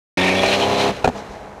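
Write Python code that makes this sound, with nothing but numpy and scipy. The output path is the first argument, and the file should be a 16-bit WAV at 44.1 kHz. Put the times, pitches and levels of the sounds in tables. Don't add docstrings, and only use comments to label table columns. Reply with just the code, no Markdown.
import sys
import numpy as np
from scipy import signal
from scipy.fft import rfft, irfft
from scipy.io import wavfile

SR = 44100
rng = np.random.default_rng(int(sys.argv[2]) if len(sys.argv) > 2 else 0)


def generate_wav(signal):
    frames = np.transpose(np.atleast_2d(signal))
    scaled = np.clip(frames, -1, 1) * 32767
    pcm = np.round(scaled).astype(np.int16)
    wavfile.write(sys.argv[1], SR, pcm)


N = 70560
T = np.arange(N) / SR
CYLINDERS = 6
LIFT_S = 0.892


def from_db(db):
    return 10 ** (np.asarray(db) / 20)


def rms_one(x):
    return x / np.sqrt(np.mean(x ** 2) + 1e-20)


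def automation(rows):
    times, *columns = np.transpose(rows)
    return [np.interp(T, times, column) for column in columns]


def drift(rate_hz):
    hz = np.arange(N // 2 + 1) * SR / N
    return rms_one(irfft(rfft(rng.standard_normal(N)) / (1 + (hz / rate_hz) ** 2), N))


def colour(x, eq, column=1):
    size = 2 * N
    table = np.array(eq)
    hz = np.maximum(np.arange(N + 1) * SR / size, 1)
    gain = rms_one(from_db(np.interp(np.log(hz), np.log(table[:, 0]), table[:, column])))
    cepstrum = irfft(np.log(gain))
    cepstrum[1:N] *= 2
    cepstrum[N + 1:] = 0
    return irfft(rfft(x, size) * np.exp(rfft(cepstrum)))[:N]


def throttle(fall_db_per_s=500):
    return from_db(-fall_db_per_s * np.maximum(T - LIFT_S, 0))


# Early, midway and late in the pull, in seconds.
PULL_TIMES_S = [0.16, 0.4, 0.75]
# multiple of the engine cycle, level in dB at those three times.
ENGINE_ORDERS = [(2, -64, -54, -47), (3, -34.5, -35.5, -35.5), (4, -53, -44, -39), (5, -79, -62, -46),
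                 (6, -25, -29, -31.5), (8, -58, -33.5, -34), (9, -24.5, -32.5, -44), (10, -39, -44, -36.5),
                 (12, -27, -31, -27), (15, -57, -39, -29), (18, -30, -24, -29), (21, -52, -28.5, -30.5),
                 (24, -40, -34, -34), (30, -32, -42, -39.5)]


def engine_tones(cycles, waver_db=1.3):
    tones = 0
    for multiple, *levels in ENGINE_ORDERS:
        level_db = np.interp(T, PULL_TIMES_S, levels) + waver_db * drift(8.1)
        tones = tones + from_db(level_db) * np.sin(2 * np.pi * (multiple * cycles + rng.random()))
    return np.sqrt(2) * throttle() * tones


# each cylinder's puff strength in dB, in firing order.
CYLINDER_TRIM_DB = [1, -1.5, -0.5, 0, 0, 0]


def puffs(cycles, repeat_share, fall_db, scatter_db=1.5):
    cycle_samples = int(N / cycles[-1])
    shape = signal.resample(rng.standard_normal(cycle_samples), 10 * cycle_samples)
    looped = rms_one(np.interp(cycles % 1, np.arange(len(shape)) / len(shape), shape))
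    gas = np.sqrt(repeat_share) * looped + np.sqrt(1 - repeat_share) * rng.standard_normal(N)
    firings = cycles * CYLINDERS
    puff = firings.astype(int)
    strength_db = np.array(CYLINDER_TRIM_DB)[puff % CYLINDERS] + scatter_db * rng.standard_normal(N)[puff]
    return rms_one(gas * from_db(strength_db - fall_db * (firings % 1)))


# time in seconds, bark level in dB, rasp level in dB.
EXHAUST_RIDES = [(0.17, -22.5, -20), (0.28, -22.5, -20.5), (0.355, -23.5, -22.5), (0.385, -27, -23),
                 (0.422, -27, -24.5), (0.44, -15, -18.5), (0.47, -23.5, -21.5), (0.553, -21.5, -21.5),
                 (0.575, -22, -25), (0.635, -19.5, -25), (0.665, -21.5, -27), (0.77, -22.5, -25.5),
                 (0.81, -21.5, -22.5), (0.896, -19, -27.5), (0.93, -36, -39.5), (0.975, -34, -38.5),
                 (1.03, -38, -45.5), (1.125, -53, -51.5), (1.16, -30.5, -41.5), (1.25, -37.5, -49.5),
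                 (1.32, -37, -48.5), (1.6, -41, -62)]
# frequency in Hz, relative gain in dB.
BARK_EQ = [(50, -42), (150, -27.5), (250, -10), (330, -5), (420, -3.5), (520, -1.5), (660, 0.5),
           (900, -1.5), (1150, -10), (1500, -20.5), (2200, -34), (6000, -54)]
# frequency in Hz, relative gain in dB close by, then from further behind.
RASP_EQ = [(510, -44.5, -13.5), (1170, -9.5, -3.5), (1750, -7, -0.5), (1852, 7.5, -2.5), (1905, -10, -2),
           (2370, 4, 1.5), (3000, -8, 0.5), (3630, -9, -3), (4070, -9.5, 1.5), (4510, -15, -8.5),
           (6180, -18.5, -10.5), (7600, -25.5, -18), (9340, -27, -21.5), (13500, -40, -30.5)]
RASP_CROSSFADE_S = [0.27, 0.68]


def exhaust(cycles):
    bark_db, rasp_db = automation(EXHAUST_RIDES)
    bark = colour(puffs(cycles, repeat_share=0.52, fall_db=4), BARK_EQ)
    jet = puffs(cycles, repeat_share=0.21, fall_db=1)
    far = np.interp(T, RASP_CROSSFADE_S, [0, 1])
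    rasp = (1 - far) * colour(jet, RASP_EQ, column=1) + far * colour(jet, RASP_EQ, column=2)
    return from_db(bark_db) * rms_one(bark) + from_db(rasp_db) * rms_one(rasp)


# frequency in Hz, relative gain in dB.
ROAD_EQ = [(20, -9), (40, -4), (70, 1), (140, 1), (280, -1), (480, 1), (780, -5), (1050, -5.5),
           (1400, -7.5), (1600, -7), (2400, -13.5), (3200, -25), (6500, -26), (13500, -41.5)]


def road(level_db=-33, fall_db_per_s=12.5):
    fader = from_db(level_db - fall_db_per_s * np.maximum(T - LIFT_S, 0))
    return fader * colour(rng.standard_normal(N), ROAD_EQ)


def wind(band_hz=(28, 75.6), swing_db=0.5):
    band = signal.butter(2, band_hz, "band", fs=SR, output="sos")
    lumps = signal.sosfilt(band, rng.standard_normal(N))
    return rms_one(lumps * from_db(-swing_db * drift(6.8)))


# peak time in seconds, half-length in seconds, pitch in Hz, width in Hz, level in dB.
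JET_WHISTLES = [(0.215, 0.027, 3503, 120, -26), (0.282, .045, 2350, 220, -22.5),
                (0.388, .025, 3365, 129, -26), (0.488, 0.0088, 4025, 150, -21.5),
                (0.539, .022, 2850, 450, -21.5), (0.57, 0.059, 4175, 160, -31),
                (0.628, 0.017, 3050, 280, -21.5), (0.811, 0.017, 3890, 300, -32.5)]


def whistles():
    out = 0
    for peak_s, half_s, hz, width_hz, db in JET_WHISTLES:
        phase = 2 * np.pi * hz * T
        narrow_noise = drift(width_hz) * np.sin(phase) + drift(width_hz) * np.cos(phase)
        out = out + from_db(db) * np.exp(-((T - peak_s) / half_s) ** 2) * narrow_noise
    return out


# start in seconds, level in dB.
BODY_THUDS = [(0.455, -31), (1.295, -30)]


def body_thuds(hz=51.7, decay_s=0.021):
    out = 0
    for start, db in BODY_THUDS:
        age = np.maximum(T - start, 0)
        out = out + from_db(db) * np.exp(-age / decay_s) * np.sin(2 * np.pi * hz * age)
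    return out


# start in seconds, ring level in dB, boom level in dB, crack level in dB, ring pitch in Hz.
BACKFIRES = [(0.5912, -11, -33, -24, 665), (1.0424, -22, -22, -16.5, 800),
             (1.0446, -2.5, -15.5, -19.5, 720), (1.0524, -8.5, -20, -22, 670), (1.0580, -8, -45, -25, 495),
             (1.0752, -6, -11, -17.5, 740), (1.0868, -11, -17.5, -24, 540), (1.0975, -15, -28.5, -52, 780),
             (1.157, -26, -44, -38, 716)]
# pitch in Hz, relative dB, decay in seconds.
BOOM_MODES = [(81, -5.5, 0.0066), (160, -4.5, 0.011), (241, -1, .014), (416, -0.5, 0.0091),
              (456, -1.5, 0.0055), (735, -2.5, 0.031)]
# frequency in Hz, relative gain in dB.
CRACK_EQ = [(200, -3), (800, -2.5), (1080, -1), (1500, 1), (1800, -3), (2150, -12), (2500, -0.5),
            (2800, -6.5), (3500, -10.5), (4100, -7.5), (4800, -16), (7000, -15.5), (9000, -25.5),
            (13500, -35.5)]
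BANG_RISE_S = 0.0007


def backfire(ring_peak_s=0.0017, ring_width_s=0.0012, crack_decay_s=0.005):
    out, crack_envelope = 0, 0
    for start, ring_db, boom_db, crack_db, ring_hz in BACKFIRES:
        age = np.maximum(T - start, 0)
        rise = 1 - np.exp(-(age / BANG_RISE_S) ** 2)
        from_peak = T - start - ring_peak_s
        ring = np.exp(-(from_peak / ring_width_s) ** 2 / 2) * np.cos(2 * np.pi * ring_hz * from_peak)
        boom = sum(from_db(db) * np.exp(-age / decay_s) * np.sin(2 * np.pi * hz * age)
                   for hz, db, decay_s in BOOM_MODES)
        out = out + from_db(boom_db) * rise * boom + from_db(ring_db) * ring
        crack_envelope = crack_envelope + from_db(crack_db) * rise * np.exp(-age / crack_decay_s)
    return out + colour(crack_envelope * rng.standard_normal(N), CRACK_EQ)


# time in seconds, level in dB with the throttle fully shut.
HUM_RIDE = [(0.9, -14.5), (0.94, -42), (1.02, -60), (1.12, -44), (1.165, -32), (1.21, -43.5), (1.26, -56),
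            (1.31, -43.5), (1.42, -51), (1.5, -44.5), (1.6, -61)]


def coasting_hum(cycles):
    level_db, = automation(HUM_RIDE)
    hum = np.sin(2 * np.pi * CYLINDERS * cycles + 0.5 * drift(12))
    return np.sqrt(2) * (1 - throttle()) * from_db(level_db) * hum


def tailpipe_clang(start_s=1.0455, level_db=-11, hz=2480, decay_s=0.0034):
    age = np.maximum(T - start_s, 0)
    envelope = (1 - np.exp(-age / BANG_RISE_S)) * np.exp(-age / decay_s)
    return from_db(level_db) * envelope * np.sin(2 * np.pi * hz * age)


# peak time in seconds, half-length in seconds, level in dB.
HISS_SWELLS = [(1.18, 0.028, -46.5), (1.33, 0.033, -53.5)]
# frequency in Hz, relative gain in dB.
HISS_EQ = [(1000, -17), (3500, -1), (6000, 5), (8000, -7), (13500, -26)]


def hiss():
    swells = sum(from_db(db) * np.exp(-((T - peak_s) / half_s) ** 2) for peak_s, half_s, db in HISS_SWELLS)
    return swells * colour(rng.standard_normal(N), HISS_EQ)


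# time in seconds, firings per second.
REVS = [(0.17, 181.5), (0.27, 185.3), (0.4, 190), (0.55, 196), (0.72, 201), (0.9, 202), (1.2, 201.5),
        (1.6, 199)]


def scene(jitter_cycles=0.002, left_trim_db=0.1):
    firing_hz, = automation(REVS)
    cycles = np.cumsum(firing_hz) / SR / CYLINDERS + jitter_cycles * drift(30.2)
    bed = road() + body_thuds() + from_db(-50.5) * wind()
    accents = backfire() + tailpipe_clang() + hiss()
    engine = engine_tones(cycles) + coasting_hum(cycles) + exhaust(cycles) + whistles()
    mid = bed + accents + engine
    side = from_db(-52) * exhaust(cycles) + from_db(-64) * wind()
    return np.array([from_db(left_trim_db) * (mid + side), mid - side])


def record(dry, cut_in_s=0.172, low_cut_hz=33, high_cut_hz=13700):
    x = np.clip((T - cut_in_s) * 1000, 0, 1) * dry
    x = signal.sosfilt(signal.butter(2, low_cut_hz, "high", fs=SR, output="sos"), x)
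    x = x / (1 + (x / 0.98) ** 8) ** (1 / 8)
    return signal.sosfilt(signal.ellip(10, 0.2, 80, high_cut_hz, fs=SR, output="sos"), x)


dry = scene()
out = record(dry)
generate_wav(out)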